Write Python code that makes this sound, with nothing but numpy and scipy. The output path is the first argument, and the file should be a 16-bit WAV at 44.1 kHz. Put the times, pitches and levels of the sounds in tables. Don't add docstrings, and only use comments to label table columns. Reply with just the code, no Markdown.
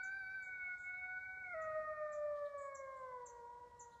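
import sys
import numpy as np
from scipy import signal
from scipy.fft import rfft, irfft
from scipy.io import wavfile
from scipy.ndimage import uniform_filter1d, map_coordinates

SR = 44100
rng = np.random.default_rng(int(sys.argv[2]) if len(sys.argv) > 2 else 0)


def ratio_of_db(decibels):
    return 10 ** (np.asarray(decibels, float) / 20)


def digitize_waveform(pressure):
    field = np.atleast_2d(pressure).T
    bounded = np.clip(field, -1, 1)
    quanta = np.round(bounded * 32767).astype(np.int16)
    wavfile.write(sys.argv[1], SR, quanta)


N = 176400

# t/s, f/Hz
HEAD_PITCH = [
    (0.0, 739),
    (0.012, 756.8),
    (0.17, 782.7),
    (0.252, 756.5),
    (0.35, 776.3),
    (0.452, 752.2),
    (0.752, 728.7),
    (1.4, 752.6),
    (1.535, 703),
]
# t/s, f/Hz
CHEST_PITCH = [
    (1.55, 640.4),
    (1.74, 623.5),
    (2.4, 584.3),
    (3.0, 523.4),
    (3.3, 477),
    (3.45, 476.7),
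    (3.65, 485.8),
    (4.0, 470.6),
]
HEAD_FOLDS = [-16.5, 2, -10, -50.5, -25, -21.5]
CHEST_FOLDS = [-3, -1.5, -14, -23.5, -46.5, -50]
# f/Hz, level/dB
THROAT_TONE = [(450, -2), (620, 0.5), (950, 0.5), (1250, -5), (1550, -1.5), (1900, 5), (2220, 8),
               (2440, -6.5)]
# t/s, level/dB, fullness of the fundamental/dB, mouth opening/dB
HOWL_EFFORT = [(0, -49, 2, -2), (.3, -50, -3.5, -3.5), (.5, -50.5, -5, 3.5), (.65, -45.5, -12.5, 0.5),
               (.85, -48.5, -12, 2), (1.05, -47.5, 1.5, -4), (1.4, -51.5, 4, 5.5), (1.53, -47.5, 4, 1),
               (1.7, -41, 3, -4), (2.05, -46.5, 2, -1), (2.3, -48, 6, -1), (2.5, -49, 2, -6),
               (2.8, -52.5, -1, 2), (3.0, -53, -1, -1.5), (3.12, -50.5, -6, -6), (3.3, -57.5, 0.5, -4.5),
               (3.5, -53.5, -4.5, -11), (4, -64.5, -5.5, 4)]
MOUTH_SHARE = [0.4, 0.33, 0.94, 1.44, 0.034, 0.3]
FADING_SHARE = [1.96, 0.66, 0.86, 1.2, 0.61, 0.52]
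# start and end t/s, then loss of overtones 1 to 6 level/dB
GIVE_OUT_TIME = [.42, .54]
GIVE_OUT_LOSS = [0, 0, 0, 0, -8, -24]
# f/Hz, t60/s
WOOD_DECAY = [(400, 3.1), (1500, 2.46), (2500, 2), (4000, 1.1), (7000, 1.1)]
# f/Hz, level per Hz/dB
RUMBLE_TONE = [(12, -52.5), (20, -15), (50, 2), (70, 4.5), (172, -8), (380, -18), (433, -23), (450, -11),
               (580, -34), (990, -120)]
# t/s, level/dB
RUMBLE_SWELL = [(0, -74), (1.2, -74.5), (1.6, -69), (1.9, -70.5), (2.15, -75.5), (3.2, -75), (3.6, -74.5),
                (3.8, -75), (4, -74)]
# f/Hz, level/dB
AIR_TONE = [(300, -4.5), (900, 2), (2500, -17), (4000, -14.5), (7800, -19.5), (8600, -22.5), (11400, -25.5),
            (13500, -34)]
# t/s, level/dB
CHIP_NOTES = [
    (.032, -62.5),
    (1.612, -71.5),
    (2.12, -68),
    (2.746, -64),
    (3.258, -60.5),
    (3.794, -57.5),
]
# t/s, length/s, f/Hz, level/dB
BUZZ_NOTES = [
    (0.422, 0.052, 7160, -72.5),
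    (0.778, .095, 7180, -76),
    (2.577, 0.092, 7420, -70),
    (2.96, 0.042, 7600, -82.5),
]
# t/s, length/s, f/Hz, level/dB
CHIRP_NOTES = [
    (0.294, .035, 5230, -86.5),
    (0.709, 0.049, 5131, -92),
    (.93, 0.045, 3750, -89.5),
    (2.449, 0.026, 3650, -78),
    (3.915, .036, 3620, -79.5),
]
# t/s, length/s, level/dB
TWIG_RUSTLES = [
    (2.357, .042, -81),
    (3.221, .005, -82),
]
# f/Hz, level/dB
TWIG_TONE = [(2600, -32), (3000, -1), (4300, 0), (4800, -5.5), (7500, -11), (8000, -24)]
# f/Hz, level under a loud tone/dB
MASK_THRESHOLD = [(400, -42), (900, -23), (1300, -33.5), (1850, -53.5), (2400, -38), (3000, -33.5),
                  (4500, -44.5)]
# from f/Hz, to f/Hz
TREBLE_EDGES = [(8300, 8800), (11400, 13750)]


def unit(x):
    return x / np.sqrt(np.mean(x ** 2) + 1e-20)


def along(points, hz):
    f, v = np.transpose(points)
    return np.interp(np.log(hz + 1), np.log(f + 1), v)


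def wobble(rate, size):
    return map_coordinates(rng.standard_normal(1500), [np.arange(size) * rate / SR], mode="mirror")


def noise(gain):
    return unit(irfft(rfft(rng.standard_normal(N)) * gain(np.fft.rfftfreq(N, 1 / SR)), N))


def smooth_field(shape, bins, frames):
    field = uniform_filter1d(rng.standard_normal(shape), size=bins, axis=0)
    return uniform_filter1d(field, size=frames, axis=1)


def patchy(x, depth_db):
    z = signal.stft(x, nperseg=512)[2]
    gain = ratio_of_db(depth_db * unit(smooth_field(z.shape, 4, 40)))
    return signal.istft(z * gain, nperseg=512)[1][:N]


def scatter(x, far_db, near_db, near_t60, hold_s):
    hz, t, z = signal.stft(rng.standard_normal(3 * SR), SR, nperseg=256)
    far = signal.istft(z * ratio_of_db(-60 * t / along(WOOD_DECAY, hz)[:, None]), SR, nperseg=256)[1]
    t = np.arange(len(far)) / SR
    near = rng.standard_normal(len(far)) * ratio_of_db(-60 * t / near_t60 - 4.2 * (t > hold_s))
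    tail = ratio_of_db(far_db) * far / np.linalg.norm(far) + ratio_of_db(near_db) * near / np.linalg.norm(near)
    return x + signal.fftconvolve(np.pad(x, (100, 0)), tail)[:len(x)]


def coyote():
    lead = int(1.5 * SR)
    t = np.arange(-lead, N) / SR
    size = len(t)
    hz = np.interp(t, *np.transpose(list(HEAD_PITCH) + list(CHEST_PITCH)))
    hz = uniform_filter1d(hz, size=500) * (1 + 0.002 * wobble(14, size))

    s, *columns = np.transpose(HOWL_EFFORT)
    level_db, full_db, mouth_db = [np.interp(t, s, c) for c in columns]
    chest = np.interp(t, [HEAD_PITCH[-1][0], CHEST_PITCH[0][0]], [0, 1])
    k = np.arange(1, 7)[:, None]

    share_db = np.outer(HEAD_FOLDS, 1 - chest) + np.outer(CHEST_FOLDS, chest)
    share_db = share_db + along(THROAT_TONE, k * hz) + np.outer(MOUTH_SHARE, mouth_db)
    share_db = share_db + (k == 1) * full_db
    share_db = share_db + np.outer(GIVE_OUT_LOSS, np.interp(t, GIVE_OUT_TIME, [0, 1]))
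    share = ratio_of_db(share_db)
    share = share / np.sqrt(np.sum(share ** 2, 0) / 2)

    flutter_db, flutter_rate = 1.3, 17
    breath_db, breath_rate = -21.5, 90
    fade = ratio_of_db([flutter_db * part * wobble(flutter_rate, size) for part in FADING_SHARE])
    fade = fade + ratio_of_db(breath_db) * np.array([wobble(breath_rate, size) for _ in k])

    overtones = np.sin(k * 2 * np.pi * np.cumsum(hz) / SR)
    voice = ratio_of_db(level_db) * np.sum(share * fade * overtones, 0)
    return scatter(voice, far_db=-13.5, near_db=-9, near_t60=0.35, hold_s=0.45)[lead:]


def dusk():
    mic_low_hz = 36.5
    s, db = np.transpose(RUMBLE_SWELL)
    swell_db = np.interp(np.arange(N) / SR, s, db) + 0.8 * wobble(5, N)
    rumble = noise(lambda f: ratio_of_db(along(RUMBLE_TONE, f)) * f ** 2 / (f ** 2 + mic_low_hz ** 2))
    air = noise(lambda f: ratio_of_db(along(AIR_TONE, f)) * (f > 300) * (f < 13750))
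    air = ratio_of_db(-75 + 0.39 * wobble(7.5, N)) * air
    return ratio_of_db(swell_db) * rumble + patchy(air, depth_db=1.4)


def whine():
    t = np.arange(N) / SR
    level = ratio_of_db(-105 + 1.5 * wobble(20, N)) * (t < 0.56)
    return level * np.sqrt(2) * np.sin(2 * np.pi * 13000 * t)


def add(x, s, hz, envelope):
    x[round(s * SR):][:len(hz)] += envelope * np.sin(2 * np.pi * np.cumsum(hz) / SR)


def add_chips(x):
    for s, db in CHIP_NOTES:
        u = np.linspace(0, 1, int(0.022 * SR))
        hz = np.interp(u, [0, 0.25, 0.61, 1], [7500, 7210, 5887, 7420])
        hz = hz + 150 * wobble(250, len(u))
        swell = np.sqrt(np.abs(np.sin(np.pi * u ** 0.7)))
        add(x, s, hz, ratio_of_db(db + 2.9 * wobble(200, len(u))) * swell)


def add_buzzes(x):
    swing_hz, rate_hz, fade_db = 775, 190, 7.5
    for s, length, hz, db in BUZZ_NOTES:
        u = np.linspace(0, 1, int(length * SR))
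        phase = 2 * np.pi * rate_hz * length * u + 1.5 * wobble(90, len(u))
        warble = np.arcsin(np.sin(phase)) * 2 / np.pi
        edge = np.clip(np.minimum(u, 1 - u) * 25, 0, 1)
        level = ratio_of_db(db - fade_db * u + 2.6 * wobble(150, len(u)))
        add(x, s, hz + swing_hz * warble, level * edge)


def add_chirps(x):
    for s, length, hz, db in CHIRP_NOTES:
        u = np.linspace(0, 1, int(length * SR))
        arch = 0.19 * (np.sin(np.pi * u) - 0.6) + 0.071 * wobble(450, len(u))
        add(x, s, hz * (1 + arch), ratio_of_db(db) * np.sqrt(np.abs(np.sin(np.pi * u))))


def birds():
    high, low = np.zeros((2, N + SR))
    add_chips(high)
    add_buzzes(high)
    add_chirps(low)
    wet = scatter(high + low, far_db=-9.5, near_db=2.5, near_t60=0.22, hold_s=0.055)
    return (wet + ratio_of_db(-3) * low)[:N]


def twigs():
    t = np.arange(N) / SR
    envelope = np.zeros(N)
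    for s, length, db in TWIG_RUSTLES:
        envelope += ratio_of_db(db) * np.clip(np.minimum(t - s, s + length - t) / 0.0015, 0, 1)
    return envelope * noise(lambda f: ratio_of_db(along(TWIG_TONE, f)) * (f > 2600) * (f < 8000))


def scene():
    return (coyote() + dusk() + whine() + birds() + twigs())[None]


def mask(x):
    up_db, down_db = 24, 59.5
    hz, _, z = signal.stft(x, SR, nperseg=2048, noverlap=1536)
    power = uniform_filter1d(uniform_filter1d(np.abs(z) ** 2, size=5, axis=0), size=3, axis=1)
    low = slice(15, 260)
    octaves = np.log2(hz[low, None] / hz[None, low])
    slope_db = np.where(octaves > 0, up_db, -down_db) * octaves
    spread = ratio_of_db(2 * (along(MASK_THRESHOLD, hz[low, None]) - slope_db))
    over = np.abs(power[low]) / (spread @ np.abs(power[low]) + 1e-30)
    over = over * ratio_of_db(2 * 5 * unit(smooth_field(over.shape, 5, 6)))
    keep = np.ones(z.shape)
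    keep[low] = np.maximum(over ** 4 / (1 + over ** 4), ratio_of_db(-26.5))
    return signal.istft(z * keep, SR, nperseg=2048, noverlap=1536)[1][:N]


def treble(x):
    squeeze, shift_hz = 0.44, 6040
    f = np.fft.rfftfreq(N, 1 / SR)
    middle = irfft(rfft(x) * (f > 2680) * (f < 5370), N)
    loudness = uniform_filter1d(middle ** 2, size=900) / np.mean(middle ** 2)
    middle = middle * (loudness + 0.00045) ** (-squeeze / 2)
    carrier = np.exp(2j * np.pi * shift_hz * np.arange(N) / SR)
    moved = np.real(signal.hilbert(middle) * carrier)
    gap = (f > TREBLE_EDGES[0][1]) & (f < TREBLE_EDGES[1][0])
    return irfft(rfft(x) * ~gap, N) + ratio_of_db(-12) * moved


def band_limit(x):
    return signal.sosfilt(signal.butter(12, 13750, fs=SR, output="sos"), x)


def record(dry):
    hiss = ratio_of_db(-105) * rng.standard_normal(dry.shape)
    mix = treble(mask(dry[0]))[None] + hiss
    return band_limit(mix)


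dry = scene()
out = record(dry)
digitize_waveform(out)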